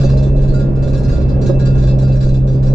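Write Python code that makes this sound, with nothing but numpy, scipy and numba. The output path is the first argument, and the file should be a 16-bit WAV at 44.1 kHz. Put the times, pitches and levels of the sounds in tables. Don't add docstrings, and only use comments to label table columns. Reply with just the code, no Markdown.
import sys
import numpy as np
from scipy import signal
from scipy.fft import rfft, irfft
from scipy.io import wavfile
from numba import njit

SR = 44100
rng = np.random.default_rng(int(sys.argv[2]) if len(sys.argv) > 2 else 0)


def natural_amplitude(level_db):
    exponent = np.asarray(level_db, float) / 20
    return 10 ** exponent


def digitize_waveform(pressure):
    field = np.atleast_2d(pressure).T
    bounded = np.clip(field, -1, 1)
    quanta = np.round(bounded * 32767).astype(np.int16)
    wavfile.write(sys.argv[1], SR, quanta)


N = 120834


def rms_one(x):
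    return x / np.sqrt(np.mean(x ** 2) + 1e-20)


def in_time(rows):
    seconds, *columns = np.transpose(rows)
    return [np.interp(np.arange(N) / SR, seconds, column) for column in columns]


def at_hz(points, hz):
    point_hz, value = np.transpose(points)
    return np.interp(np.log(hz), np.log(point_hz), value)


def panned(db):
    return natural_amplitude(np.array([[db / 2], [-db / 2]]))


def drift(rate):
    pole = np.exp(-80 * np.pi * rate / SR)
    noise = rng.standard_normal(N // 40 + 2002)
    slow = signal.lfilter([1], [1, -2 * pole, pole * pole], noise)[2000:]
    return np.interp(np.arange(N) / 40, np.arange(len(slow)), rms_one(slow))


def cut(x, hz, kind, order):
    return signal.sosfilt(signal.butter(order, hz, kind, fs=SR, output="sos"), x)


# multiple, level in dB, how far it follows the load (0 to 1),
# left minus right in dB, wobble in dB.
ORDERS = [
    (1, -8, 0.8, -0.5, -1.24),
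    (2, 0.5, 1, -0.86, 0.63),
    (3, -13.5, 1, -5.5, 0.5),
    (4, -21, 0, 7.5, 1.9),
    (5, -25.5, 0.1, 11.5, 3),
    (6, -23.5, 0.2, -4.5, -2),
    (8, -27, 0.8, -5, 5),
    (9, -34, 0.1, -21, 5.2),
]
# time in seconds, rate in Hz.
SPEED = [
    (0, 67.7),
    (.8, 67.5),
    (1.0, 66.7),
    (1.35, 65.8),
    (1.6, 66.3),
    (2.2, 65.7),
    (2.74, 66.0),
]
# time in seconds, level in dB.
LOAD = [
    (0.03, -12),
    (0.37, -14),
    (1.11, -17),
    (1.16, -33.5),
    (1.23, -17.5),
    (1.6, -12),
    (2.58, -13.5),
    (2.7, -12),
]
# time in seconds, level in dB.
ROCK = [(0.03, -25.5), (0.12, -13.5), (0.45, -26.5), (0.49, -31.5), (0.93, -16.5), (1.01, -25), (1.1, -17),
        (1.17, -20), (1.21, -13.5), (1.42, -19), (1.48, -30), (1.71, -19), (2.62, -22), (2.68, -28)]


def engine():
    (rate,), (load_db,), (rock_db,) = in_time(SPEED), in_time(LOAD), in_time(ROCK)
    turn = 2 * np.pi * np.cumsum(rate) / SR
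    mean_db = load_db.mean()
    out = 0
    for multiple, db, share, pan_db, wobble_db in ORDERS:
        swing_db = load_db - mean_db if multiple > 1.5 else rock_db - rock_db.mean()
        each_side = 0.23 * np.array([drift(13), drift(26)])
        level_db = 3 + mean_db + db + share * swing_db + wobble_db * (each_side + drift(6.5))
        phase = rng.uniform(0, 6.85) + 0.11 * wobble_db * drift(3.3)
        out = out + natural_amplitude(level_db) * panned(pan_db) * np.sin(np.round(multiple) * turn + phase)
    return out


# time in seconds, level in dB, upper note's share of the total power
# in dB (0 or more: nearly all).
HEAVE = [(0.03, -14.5, -17), (0.13, -14, 2), (0.91, -15.5, -10), (1.17, -15.5, -1), (1.22, -19.5, -2),
         (2.07, -13.5, -1.5), (2.1, -19.5, 1.5), (2.32, -15, -8), (2.35, -21.5, -26.5), (2.42, -15.5, 10.5),
         (2.53, -16, -8), (2.7, -17.5, -20)]


def heave():
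    width_hz = 12
    db, upper_db = in_time(HEAVE)
    share = np.clip(natural_amplitude(2 * upper_db), .02, .98)
    turn = 2j * np.pi * np.arange(N) / SR
    notes = []
    for hz in (28, 44):
        waver = 1 + .6 * (drift(width_hz) + 1j * drift(width_hz))
        notes.append(rms_one(np.real(waver * np.exp(hz * turn))))
    low, high = notes
    return natural_amplitude(db) * (np.sqrt(1 - share) * low + np.sqrt(share) * high)


# pitch in Hz, likeness (1 same, -1 opposite).
LIKENESS = [(60, .98), (130, .92), (280, .45), (450, .9), (650, .93), (950, -.4), (2500, .7), (5000, .3)]
# pitch in Hz, left minus right in dB.
PAN = [(60, -11.5), (150, -2), (380, -1.5), (950, -11), (2380, 4.5), (5980, 2.5), (15000, -0.5)]


def coloured(spectrum, patchy_db):
    hz = np.fft.rfftfreq(N, 1 / SR) + 1
    source = irfft(rfft(rng.standard_normal((2, 2, N))) * natural_amplitude(at_hz(spectrum, hz)), N)
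    edges = 45 * 2 ** np.arange(0, 8.4, .5)
    out = 0
    for k, (low, high) in enumerate(zip(edges, edges[1:])):
        mid, side = cut(source[k % 2], [low, high], "band", order=2)
        centre = np.sqrt(low * high)
        alike = np.clip(at_hz(LIKENESS, centre), -1, 1)
        gain = natural_amplitude(patchy_db * drift(9.8)) * panned(at_hz(PAN, centre))
        out = out + gain * (np.sqrt(1 + alike) * mid + np.sqrt(1 - alike) * side * [[1], [-1]])
    return rms_one(out)


# pitch in Hz, level in dB per Hz.
ROAD = [(35, -34.5), (60, -12.5), (86, -6.5), (142, -5.5), (182, -8), (554, -17), (743, -31), (4800, -63),
        (9000, -73.5), (11700, -105), (19800, -120)]
# time in seconds, level in dB.
OVERTAKE = [
    (0.03, -23),
    (1.17, -23),
    (1.47, -20.5),
    (1.48, -22),
    (2.04, -24.5),
    (2.07, -24.5),
    (2.3, -27.5),
    (2.7, -24.5),
]


def road():
    roar_db, = in_time(OVERTAKE)
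    return natural_amplitude(-20.5 + roar_db - roar_db.mean()) * coloured(ROAD, patchy_db=.8)


# time in seconds, level in dB.
WHINE = [(0.02, -53), (0.09, -49), (0.19, -57), (0.61, -58.5), (0.62, -62.5), (0.98, -55.5), (1.0, -59.5),
         (1.77, -52.5), (1.86, -69), (1.88, -53.5), (2.05, -63.5), (2.12, -48), (2.17, -71), (2.38, -57.5),
         (2.52, -72.5), (2.7, -63.5)]


def whine():
    db, = in_time(WHINE)
    side_phase = np.array([[0], [.6]])
    turn = 2 * np.pi * 2642 * np.arange(N) / SR + 0.91 * drift(9.9) + side_phase
    return natural_amplitude(5.5 + db + 2.7 * drift(17)) * np.sin(turn)


@njit
def bank(clicks, which, gains, r, w, taps):
    out = np.zeros(clicks.shape)
    for m in range(len(r)):
        a, b = 2 * r[m] * np.cos(w[m]), r[m] * r[m]
        for c in range(2):
            y1 = y2 = 0.0
            for i in range(len(which)):
                y = gains[m, which[i]] * clicks[c, i] + a * y1 - b * y2
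                out[0, i] += taps[0, m, c, 0] * y + taps[0, m, c, 1] * y1
                out[1, i] += taps[1, m, c, 0] * y + taps[1, m, c, 1] * y1
                y1, y2 = y, y1
    return out


def struck(grit, hz, level_db, t60, s, touch_db, lean_db, shake_db=-33, hold=0.0082, fade=0.033):
    attack_s, impact_s, impact_db = 0.0056, 0.002, 2.5
    t, coarse = np.arange(N) / SR, np.arange(0, N, 16) / SR
    which = np.clip(np.searchsorted(s - attack_s / 2, t) - 1, 0, None)
    age = coarse - s[:, None] + attack_s / 2
    stroke = np.clip(age / attack_s, 0, 1) * np.exp(-np.clip(age - hold, 0, None) / fade)
    stroke += (age > 0) * natural_amplitude(impact_db) * np.exp(-np.abs(age) / impact_s)
    pressure = np.interp(t, coarse, natural_amplitude(touch_db - touch_db.mean()) @ stroke)
    clicks = grit * (pressure + natural_amplitude(shake_db))

    spread_db = 2.6 * np.clip(hz / 6000, .4, 1.8)[:, None]
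    colour = spread_db * rng.standard_normal((len(hz), len(s))) + lean_db(hz[:, None])
    gains = np.ascontiguousarray(natural_amplitude(level_db[:, None] + colour) / np.sqrt(t60)[:, None])

    w, alike = 2 * np.pi * hz / SR, np.clip(at_hz(LIKENESS, hz), -1, 1)
    mix = np.sqrt(np.array([1 + alike, 1 - alike]).T)[:, :, None]
    common = rng.uniform(0, 5.5, len(hz))
    port_phase = 0.73 * np.minimum(hz / 2000, 1) * rng.standard_normal(len(hz))
    phase = common + np.array([0 * hz, port_phase])
    taps = np.stack([np.sin(w + phase), -np.sin(phase)], axis=2)[:, :, None, :]
    ports = np.array([mix * taps[0], mix * taps[1] * [[1], [-1]]])
    return rms_one(bank(clicks, which, gains, natural_amplitude(-60 / (t60 * SR)), w, ports))


# start in seconds, peak in dB, brightness in dB per octave, ring of the long
# pipe section in dB, ring of the middle section in dB.
TOUCHES = [(0.0034, -27, -0.5, -17, -20), (0.0359, -32, 0.7, -21.5, -26.5),
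           (0.0925, -29.5, -1.5, -12, -26.5), (0.171, -33, 0.2, -21.5, -23),
           (0.2285, -33.5, 1.5, -22, -22.5), (0.362, -37, 2.3, -18.5, -12.5),
           (0.4204, -36, 1.3, -16.5, -18), (0.481, -35.5, 2.5, -16, -9.5),
           (0.5404, -36, 6, -2.5, -14), (0.594, -35, 2.4, -11.5, -17), (0.7584, -42.5, -1.7, -6, -10),
           (0.826, -34, 0.5, -9.5, -23), (0.8774, -35, 0.5, -17, -16),
           (0.9342, -31.5, -0.2, -19, -17), (0.971, -38.5, 3.3, -13.5, -15.5),
           (1.0353, -35, 3.6, -8, -14.5), (1.0854, -32, -1.8, -9.5, -14),
           (1.1194, -35, -0.3, -12, -20.5), (1.157, -38.5, -1.3, -14, -25.5),
           (1.208, -39, -2.3, -15, -20.5), (1.2875, -36, -0.7, -14.5, -14.5),
           (1.4165, -31, 0.6, -15, -22.5), (1.4636, -29.5, 0.59, -21.5, -11.5),
                (1.5943, -30, 0.98, -12, -7), (1.6554, -28, 0.96, -17, -20),
                (1.7524, -37.5, 0.7, -7, -12.5), (1.7815, -34, 0.49, -21.5, -14),
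                (1.8268, -35.5, 0.58, -15.5, -16), (1.8727, -29.5, 0.63, -22.5, -24.5),
                (1.988, -31.5, 0.54, -19.5, -23.5), (2.0206, -37, 0.88, -16, -17),
                (2.079, -39, 0.76, -20, -16), (2.1208, -35, 0.6, -16.5, -25), (2.154, -39, 0.51, -23, -27),
                (2.2076, -32, 0.7, -12, -27.5), (2.2295, -35.5, 0.9, -18.5, -23),
                (2.2865, -39, 0.56, -18.5, -22), (2.3416, -35.5, 0.64, -19, -15.5),
                (2.4742, -36.5, 0.63, -12.5, -22), (2.5315, -41.5, 0.7, -17.5, -24.5),
                (2.6282, -33, 0.7, -17, -22.5), (2.6636, -36, 0.7, -19.5, -24.5)]
# pitch in Hz, level in dB.
PIPE = [(1410, -56.5), (1647, -59.5), (2019, -70.5), (2568, -68.5), (2735, -69), (3316, -79.5), (3521, -60),
        (3811, -65.5), (3941, -60.5), (4140, -65.5), (4221, -60), (4694, -60), (4915, -70), (4980, -60)]
SHELL = [(5486, -67), (5787, -66), (6115, -66), (6573, -68), (6794, -69), (7127, -75.5), (7262, -68),
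         (7843, -77), (8220, -87), (8446, -97)]
SHIELD = [(8915, -85), (9039, -90), (9701, -102), (9938, -84), (10460, -93), (10917, -99), (11149, -92),
          (11380, -103.5), (11660, -103), (12269, -100), (12985, -107)]
# pitch in Hz, level in dB.
RASP = [(710, -17.5), (1200, 3), (2600, -12), (3070, -10.5), (4830, -8), (6770, -10.5), (8600, -20),
        (11200, -64), (18900, -120)]


def scrapes(grit):
    s, db, tilt_db, long_db, mid_db = np.transpose(TOUCHES)

    def tilted(hz):
        return np.log2(hz / 4500) * tilt_db

    def landed(hz):
        upper = np.where(hz < 1800, mid_db - mid_db.mean(), tilted(hz))
        return np.where(hz < 1500, long_db - long_db.mean(), upper)

    parts = []
    for modes, part_db in ((PIPE, -44), (SHELL, -53.5), (SHIELD, -69)):
        hz, level_db = np.transpose(modes)
        t60 = np.minimum(0.21 * (2600 / hz) ** 0.63, 0.36)
        parts.append(natural_amplitude(part_db) * struck(grit, hz, level_db, t60, s, db, landed))
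    pipe, shell, shield = parts
    hz = np.geomspace(1000, 8600, num=44) * rng.uniform(.98, 1.02, size=44)
    rasp_t60 = 0.012 * (4000 / hz) ** 0.38
    rasp = natural_amplitude(-47.5) * struck(grit, hz, at_hz(RASP, hz), rasp_t60, s, db, tilted)
    floor_hz = 8200
    dulled = cut(pipe + shell + rasp, floor_hz, "low", order=8)
    return dulled + cut(shield, [floor_hz, 14500], "band", order=3)


# start in seconds, peak in dB.
THUDS = [(0.038, -5.5), (0.126, -15), (0.256, -14), (0.308, -32.5), (0.372, -15.5), (0.427, -25.5),
         (0.494, -23.5), (0.597, -19), (0.839, -16), (0.896, -30.5), (0.932, -28), (1.005, -18.5),
         (1.059, -13), (1.105, -28.5), (1.177, -15), (1.297, -21.5), (1.33, -32), (1.383, -35),
         (1.422, -22), (1.492, -4.5), (1.545, -19.5), (1.584, -18.5), (1.618, -24), (1.679, -15),
         (1.715, -35.5), (1.745, -17.5), (1.776, -30), (1.835, -19), (1.882, -22), (1.926, -20.5),
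         (1.955, -23.5), (2.028, -17.5), (2.096, -13.5), (2.13, -25.5), (2.258, -15.5), (2.306, -28.5),
         (2.354, -38.5), (2.483, -33.5), (2.638, -21.5), (2.713, -19.5)]
# pitch in Hz, level in dB, seconds to fade by 60 dB.
DRUM = [
    (344, 10, 0.065),
    (541.2, 10, 0.16),
    (572.6, 5, 0.29),
    (587.2, 5, .2),
    (716, -32.5, 0.13),
    (980, -18.5, 0.13),
]


def knocks(grit):
    hz, level_db, t60 = np.transpose(DRUM)
    s, db = np.transpose(THUDS)
    drum = struck(grit, hz, level_db, t60, s, db, np.zeros_like, shake_db=-12.5, hold=0.0087, fade=0.013)
    return natural_amplitude(-30.5) * panned(-8) * cut(drum, 743, "low", order=4)


def exhaust():
    clicks_per_s, spread_db = 2500, 2
    size = natural_amplitude(spread_db * np.minimum(rng.exponential(1, (2, N)), 4)) * rng.choice([-1, 1], (2, N))
    grit = size * (rng.random((2, N)) < clicks_per_s / SR) + 1e-12
    return scrapes(grit) + knocks(grit)


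# start in seconds, peak in dB.
TICKS = [(0.3294, -57.5), (0.3439, -50), (0.6997, -62), (0.7124, -84), (0.7204, -66), (1.5476, -60.5),
         (1.5606, -57), (1.5765, -55.5), (1.5876, -57.5), (1.7371, -59), (1.938, -54), (1.9544, -64),
         (2.3352, -60.5), (2.3968, -54.5), (2.4082, -66)]


def trim():
    s, db = np.transpose(TICKS)
    clicks = np.full(N, 1e-18)
    clicks[(s * SR).astype(int)] = natural_amplitude(db + 7.5)
    return cut(clicks, 5000, "high", order=2)


def scene():
    return engine() + heave() + road() + whine() + exhaust() + trim()


def band_limit(x):
    return signal.sosfilt(signal.butter(12, 15740, fs=SR, output="sos"), x)


def record(dry):
    ease_s = .001
    ease = np.sin(np.pi / 2 * np.clip(np.arange(N) / SR / ease_s, 0, 1)) ** 2
    return band_limit(1.046 * np.tanh(dry / 0.99) * ease)


dry = scene()
out = record(dry)
digitize_waveform(out)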